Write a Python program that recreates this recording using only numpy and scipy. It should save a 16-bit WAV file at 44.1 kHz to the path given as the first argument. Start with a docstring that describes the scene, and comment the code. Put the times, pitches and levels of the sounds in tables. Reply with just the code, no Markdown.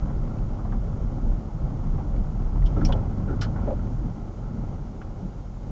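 """The body of a car booms and rumbles as it crawls over gravel and slows down: random jolts of the
wheels shake resonances of cabin, shell and floor. Crushed gravel crunches dully through the floor, larger
stones thud as noise bursts in the same resonances, and thrown stones ring the decaying modes of the metal.
The idling engine hums as wavering sines. A small microphone behind the windscreen adds coloured hiss."""
import sys
import numpy as np
from scipy import signal
from scipy.fft import rfft, irfft, next_fast_len
from scipy.io import wavfile
from scipy.ndimage import uniform_filter1d

SR = 44100
rng = np.random.default_rng(int(sys.argv[2]) if len(sys.argv) > 2 else 0)


def inscribe(sig):
    """Save sig as 16-bit PCM at rate SR to the path in sys.argv[1].

    A 1-D sig is mono; a 2-D sig holds one channel per row.
    Samples are clipped to [-1, 1] before scaling.
    """
    pcm = np.round(np.clip(np.atleast_2d(sig).T, -1, 1) * 32767)
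    wavfile.write(sys.argv[1], SR, pcm.astype(np.int16))


def ratio_of_db(decibels):
    """Turn decibels (scalar or array-like) into linear amplitude factors; 0 dB maps to 1."""
    return 10 ** (np.asarray(decibels, float) / 20)


N = 251801

# resonances of the body shell (first two) and floor pan: hz, nominal width_hz, relative level_db per Hz
SHELL_MODES = [(83.1, 30.2, 0), (114.7, 31.3, -0.5), (150.3, 55.8, -6), (209, 59.6, -7.5),
               (298.4, 58, -16.5)]
# resonances of the cabin that colour the crunch: hz, nominal width_hz, relative level_db per Hz
CABIN_MODES = [(368.5, 125, 3), (549.6, 108, 0.5), (758, 209, -1), (1070, 167, -10), (1305, 205, -9),
               (1485, 270, -27.5), (2020, 400, -24), (3020, 520, -32), (5370, 2700, -34.5)]


def rms_one(x):
    """Normalisation: the signal scaled to rms 1."""
    return x / np.sqrt(np.mean(x ** 2) + 1e-20)


def drift(rate_hz):
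    """Slow random modulation of rms 1: noise at SR / 40 through a double one-pole low-pass."""
    pole = np.exp(-2 * np.pi * rate_hz / (SR / 40))
    noise = rng.standard_normal(N // 40 + 2002)
    slow = signal.lfilter([1], [1, -2 * pole, pole * pole], noise)[2000:]   # settled part
    return np.interp(np.arange(N) / 40, np.arange(len(slow)), rms_one(slow))


def resonance(x, hz, width_hz):
    """Damped resonance: a two-pole band-pass with gain 1 at its peak."""
    r = np.exp(-np.pi * width_hz / SR)
    poles = [1, -2 * r * np.cos(2 * np.pi * hz / SR), r * r]
    return signal.lfilter([(1 - r * r) / 2, 0, (r * r - 1) / 2], poles, x + 1e-18)


def double_resonance(x, hz, width_hz):
    """Cascaded resonance: two equal peaks in series give steeper skirts."""
    return resonance(resonance(x, hz, width_hz), hz, width_hz)


def grains(per_s, spread_db):
    """Shot noise: random clicks of random sign, mostly small and a few large."""
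    heights = ratio_of_db(spread_db * np.minimum(rng.exponential(1, N), 5))
    signs = rng.choice([-1, 1], N)
    return heights * signs * (rng.random(N) < per_s / SR)


def through(modes, shared, own_per_s, own_share, patchy_db, patch_rate_hz):
    """Modal excitation: shared jolts and grains of its own shake each resonance, which flickers a little."""
    out = 0
    for k, (hz, width_hz, level_db) in enumerate(modes):
        own = rms_one(grains(own_per_s, spread_db=2.08))
        shake = rms_one(shared) * (-1) ** k + own_share * own   # neighbours take the jolts in opposite sign
        ring = rms_one(double_resonance(shake, hz, width_hz * 1.41))
        level = ratio_of_db(level_db + patchy_db * drift(patch_rate_hz))
        out = out + level * ring * np.sqrt(width_hz)
    return rms_one(out)


def burst(t, rise_s, length_s):
    """Amplitude envelope on noise: a linear rise under a bell-shaped decay."""
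    rise = np.minimum(t / max(rise_s, .001), 1)
    decay = np.exp(-(t / max(rise_s + length_s, .003)) ** 2)
    return rng.standard_normal(len(t)) * rise * decay


def add(out, hit, start_s, level_db):
    """Superposition of a hit; level_db is the peak of a sine as strong as its loudest 9 ms."""
    at = round(start_s * SR)
    loudest = np.sqrt(2 * uniform_filter1d(hit ** 2, size=400).max())
    out[at:at + len(hit)] += ratio_of_db(level_db) * hit / loudest


def evened(x, window_s, depth):
    """Sustained excitation: the wheels keep a vibration going, so chance swells are partly levelled; rms 1."""
    size = np.sqrt(uniform_filter1d(rms_one(x) ** 2, int(window_s * SR)) + 0.12)
    return rms_one(x / size ** depth)


def follows(shaking_db, level_db, db_per_db):
    """Power law of excitation: level_db at 0 dB shaking, changing by db_per_db."""
    return level_db + db_per_db * shaking_db


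def hiss():
    """Stationary coloured noise: the microphone's spectrum is imposed on white noise."""
    # spectrum of the microphone hiss: hz, relative level_db per Hz
    hiss_spectrum = [(880, -36), (1500, -8.5), (1760, -5), (1960, -7.5), (2140, -3), (2390, -7.5),
                     (2990, -6.5), (3970, -7.5), (6010, -7.5), (6840, -6), (8510, -29.5), (11100, -64),
                     (18700, -120)]
    size = next_fast_len(N)
    bins_hz = np.maximum(np.arange(size // 2 + 1) * SR / size, 1)
    point_hz, point_db = np.transpose(hiss_spectrum)
    colour = ratio_of_db(np.interp(np.log(bins_hz), np.log(point_hz), point_db))
    noise = irfft(rfft(rng.standard_normal(size)) * colour, size)[:N]
    return ratio_of_db(-67) * rms_one(noise)


def engine():
    """Harmonic source: the idle firing rate and its multiple waver slightly in speed and strength."""
    # firing tones of the engine: mean hz, median rms level_db
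    firing_tones = [(43.4, -38.5), (86.8, -51)]
    warped_s = np.cumsum(1 + 0.01133 * drift(1.1)) / SR   # time as the uneven engine speed runs it
    out = 0
    for hz, level_db in firing_tones:
        strength = ratio_of_db(level_db + 1.6 * drift(3.0)) * np.sqrt(2)
        out = out + strength * np.sin(2 * np.pi * hz * warped_s)
    return out


def stones():
    """Impact excitation: a stone rattles briefly on the metal and rings the modes near its centre most."""
    # modes of the metal panels: hz, relative level_db, t60_s
    panel_modes = [(1250, -20, .05), (1351, 12, 0.086), (1468, 7.5, 0.061), (1950, -23, .05),
                   (2313, 1.5, 0.029), (2620, -6, .04), (2970, 13.5, 0.014), (3050, -0.5, 0.032),
                   (3100, -10.5, 0.16), (3290, -4.5, 0.07), (3306, 0, .05), (3860, -11.5, 0.09),
                   (4270, -1, 0.056), (5000, -2, 0.038), (5420, -6.5, .04), (5390, -8.5, 0.046),
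                   (5630, -4, 0.06), (5520, -13, .04), (6170, -12, 0.12), (6530, -4, 0.036), (7300, 4, .04)]
    # stones on the panels, a hard hit in a low and a high part:
    # start_s, level_db, centre_hz, spread_octaves, rattle_s (beyond the rise)
    stone_hits = [(0.383, -58, 2480, 0.88, 0.0072), (0.721, -63, 2620, .77, .012),
                  (2.161, -54.5, 2030, .66, 0.0076), (2.418, -58, 2280, 0.68, .004),
                  (2.621, -48.5, 1970, 0.29, 0.0036), (2.657, -48, 3070, .27, 0.017),
                  (2.656, -52.5, 5000, 0.82, 0.02), (2.76, -40.5, 1350, 0.25, 0.047),
                  (2.81, -36, 1390, 0.3, 0.011), (2.848, -32, 5240, 0.22, .009),
                  (2.849, -42, 4670, .52, 0.022), (2.85, -39.5, 2380, 0.13, 0.0037),
                  (2.886, -49.5, 4000, 1.2, .003), (2.922, -34, 3050, 0.18, 0.0087),
                  (2.921, -39.5, 1400, .2, .012), (2.918, -55, 5320, 0.38, 0.013),
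                  (3.273, -40.5, 1360, 0.13, 0.064), (3.41, -34.5, 4200, 0.85, 0.028),
                  (3.414, -32.5, 1390, 0.54, 0.035), (3.56, -43, 1390, .19, 0.016),
                  (3.79, -45, 1350, .14, 0.0077), (5.014, -44.5, 1250, 0.15, 0.0054),
                  (5.016, -58.5, 2600, .46, .01)]
    out, t = np.zeros(N + SR), np.arange(SR // 4) / SR
    for start_s, level_db, centre_hz, octaves, rattle_s in stone_hits:
        rise_s = 0.00078 + 0.07 * rattle_s   # a longer rattle swells more slowly
        rattle = burst(t, rise_s, rattle_s)
        rings = 0
        for hz, mode_db, t60_s in panel_modes:
            near = np.exp(-.5 * (np.log2(hz / centre_hz) / octaves) ** 2)
            r, w = ratio_of_db(-60 / (t60_s * SR)), 2 * np.pi * hz / SR   # decay and turn per sample
            ring = signal.lfilter([0, np.sin(w)], [1, -2 * r * np.cos(w), r * r], rattle)
            rings = rings + near * ratio_of_db(mode_db) * ring
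        crack = double_resonance(rattle, centre_hz, centre_hz * 0.57 * max(octaves, .05))
        add(out, rms_one(rings) + ratio_of_db(-0.5) * rms_one(crack), start_s, level_db)
    return out[:N]


def thuds():
    """Filtered transient: a larger stone slips under a tyre, a dull burst in the resonances near its centre."""
    # thuds through the floor: start_s, level_db, centre_hz,
    # spread_octaves (before narrowing), length_s (beyond the rise)
    thud_hits = [(0.096, -46, 890, 0.74, 0.016), (.304, -46, 700, 0.36, 0.011),
                 (0.53, -43.5, 795, 0.26, 0.012), (.584, -43, 1000, .49, 0.022),
                 (0.646, -36, 775, 0.31, .025), (.72, -39, 935, 0.62, 0.016), (1.64, -34, 170, 0.25, .05),
                 (1.85, -33, 110, 0.19, .05), (1.94, -30.5, 159, 0.43, .05), (1.978, -37.5, 760, 0.3, 0.03),
                 (2.138, -36.5, 584, .33, 0.013), (2.179, -28, 204, 0.2, 0.044),
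                 (2.394, -49, 706, 0.78, .02), (2.758, -24, 280, 1.2, 0.044), (2.81, -22, 208, 0.4, 0.075),
                 (2.887, -27.5, 658, 0.57, 0.029), (2.93, -29.5, 525, 0.62, 0.052),
                 (2.985, -35.5, 191, 0.48, .04), (3.274, -28.5, 278, 0.77, 0.072),
                 (3.36, -29, 110, 0.24, .05), (3.47, -36, 110, 0.34, .04), (3.553, -38, 725, .76, 0.066),
                 (3.652, -26.5, 250, 0.45, 0.02), (3.667, -23.5, 490, 0.49, 0.031),
                 (3.703, -26, 535, 0.34, 0.016), (3.91, -33, 183, 0.23, .05), (4.04, -27, 166, 0.37, 0.028),
                 (4.551, -31, 110, 0.31, 0.044), (4.611, -31, 141, 0.44, .055),
                 (4.814, -52, 715, 0.31, 0.014), (5.013, -43.5, 900, 0.99, 0.012),
                 (5.22, -26.5, 164, 0.44, .045), (5.655, -33, 139, 0.77, 0.034)]
    out, t = np.zeros(N + SR), np.arange(SR // 3) / SR
    for start_s, level_db, centre_hz, octaves, length_s in thud_hits:
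        rise_s = .002 + 1.3 / centre_hz   # a lower thud swells more slowly
        hit = 0
        for hz, width_hz, _ in SHELL_MODES + CABIN_MODES:
            near = np.exp(-.5 * (np.log2(hz / centre_hz) / (0.82 * octaves)) ** 2)
            ring = double_resonance(burst(t, rise_s, length_s), hz, 1.27 * width_hz)
            hit = hit + near * rms_one(ring)
        add(out, hit, start_s, level_db)
    return out[:N]


def crunch(shaking_db, jolts):
    """Granular excitation: crushed gravel, as dense grains and shared jolts, shakes the cabin resonances."""
    sound = through(CABIN_MODES, jolts, own_per_s=1200., own_share=2.33, patchy_db=0.9, patch_rate_hz=8.8)
    return ratio_of_db(follows(shaking_db, level_db=-44, db_per_db=0.59)) * sound


def drumming(shaking_db, jolts):
    """Plate resonance: jolts and grains drum on the floor pan."""
    sound = through(SHELL_MODES[2:], jolts, own_per_s=400., own_share=1.62, patchy_db=2.5, patch_rate_hz=8.0)
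    level = ratio_of_db(follows(shaking_db, level_db=-34.5, db_per_db=0.86))
    return level * evened(sound, window_s=0.082, depth=0.44)


def rumble(shaking_db, jolts):
    """Structural resonance: jolts and grains shake the two lowest modes of the body shell."""
    sound = through(SHELL_MODES[:2], jolts, own_per_s=300., own_share=1.31, patchy_db=1.0, patch_rate_hz=9.7)
    level = ratio_of_db(follows(shaking_db, level_db=-31.5, db_per_db=1.11))
    return level * evened(sound, window_s=0.065, depth=0.49)


def heaving(shaking_db):
    """Addition of powers: a steady part plus a bell-shaped swell for each bump gives the boom's level in dB."""
    # the body heaves on its springs over bumps: middle_s, level_db, length_s (between 1/e points of power)
    heaves = [(0.034, -20.5, 0.033), (0.213, -23, 0.15), (0.456, -25.5, 0.14), (0.73, -22.5, 0.13),
              (1.035, -24.5, 0.21), (1.299, -20, 0.11), (1.639, -22, 0.043), (1.905, -25, 0.11),
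              (2.164, -23, 0.17), (2.515, -23.5, 0.25), (2.64, -16, 0.062), (2.857, -20.5, 0.19),
              (3.207, -27.5, 0.21), (3.364, -29.5, 0.048), (3.683, -29.5, 0.19), (3.962, -29, 0.18)]
    t = np.arange(N) / SR
    power = ratio_of_db(2 * follows(shaking_db, level_db=-33, db_per_db=.7))
    for middle_s, level_db, length_s in heaves:
        power = power + ratio_of_db(2 * level_db) * np.exp(-(2 * (t - middle_s) / length_s) ** 2)
    return 10 * np.log10(power)


def boom(level_db):
    """Cavity resonance: noise shakes the cabin's lowest resonances."""
    # resonances of cabin air and springs: hz, nominal width_hz, relative rms level_db
    boom_modes = [(30.65, 12.5, 4), (38.85, 13, -2.5), (45.4, 13, -6)]
    out = 0
    for hz, width_hz, mode_db in boom_modes:
        shake = rng.standard_normal(N + SR)
        out = out + ratio_of_db(mode_db) * rms_one(double_resonance(shake, hz, 1.33 * width_hz))
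    settled = out[SR:]
    return ratio_of_db(level_db) * evened(settled, window_s=0.041, depth=0.59)


def scene():
    """Superposition: all sources are summed at one microphone."""
    # how hard the gravel shakes the car, fading as it slows: time_s, shaking_db
    shaking = [(0, 1), (.5, -0.5), (.62, -2), (.78, -1), (1.38, -1), (1.5, -4.5), (1.66, -1.5), (1.92, 1.5),
               (2.45, -2.5), (2.7, 2), (2.88, 8), (3.12, 0), (3.4, 3.5), (3.6, 1.5), (3.9, 0), (4.33, -6),
               (4.62, -1.5), (4.85, -6.5), (5.25, -6.5), (5.55, -11), (5.71, -5.5)]
    time_s, points_db = np.transpose(shaking)
    shaking_db = np.interp(np.arange(N) / SR, time_s, points_db)
    jolts = grains(220 * ratio_of_db(4.5 * drift(14.0)), spread_db=2.7)   # stones give way in clumps
    background = engine() + stones() + thuds()
    gravel = crunch(shaking_db, jolts) + drumming(shaking_db, jolts) + rumble(shaking_db, jolts)
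    mix = background + gravel + boom(heaving(shaking_db))
    return mix[None]   # one channel


def band_limit(x):
    """A steep low-pass at the top of the band."""
    return signal.sosfilt(signal.butter(12, 8660, fs=SR, output="sos"), x)


def record(dry):
    """Band limitation: a steep low-pass at 6800 Hz dulls the scene, then the microphone hiss is added."""
    low_pass = signal.butter(8, 6800, fs=SR, output="sos")
    dull = signal.sosfilt(low_pass, dry)
    return band_limit(dull + hiss())


dry = scene()
out = record(dry)
inscribe(out)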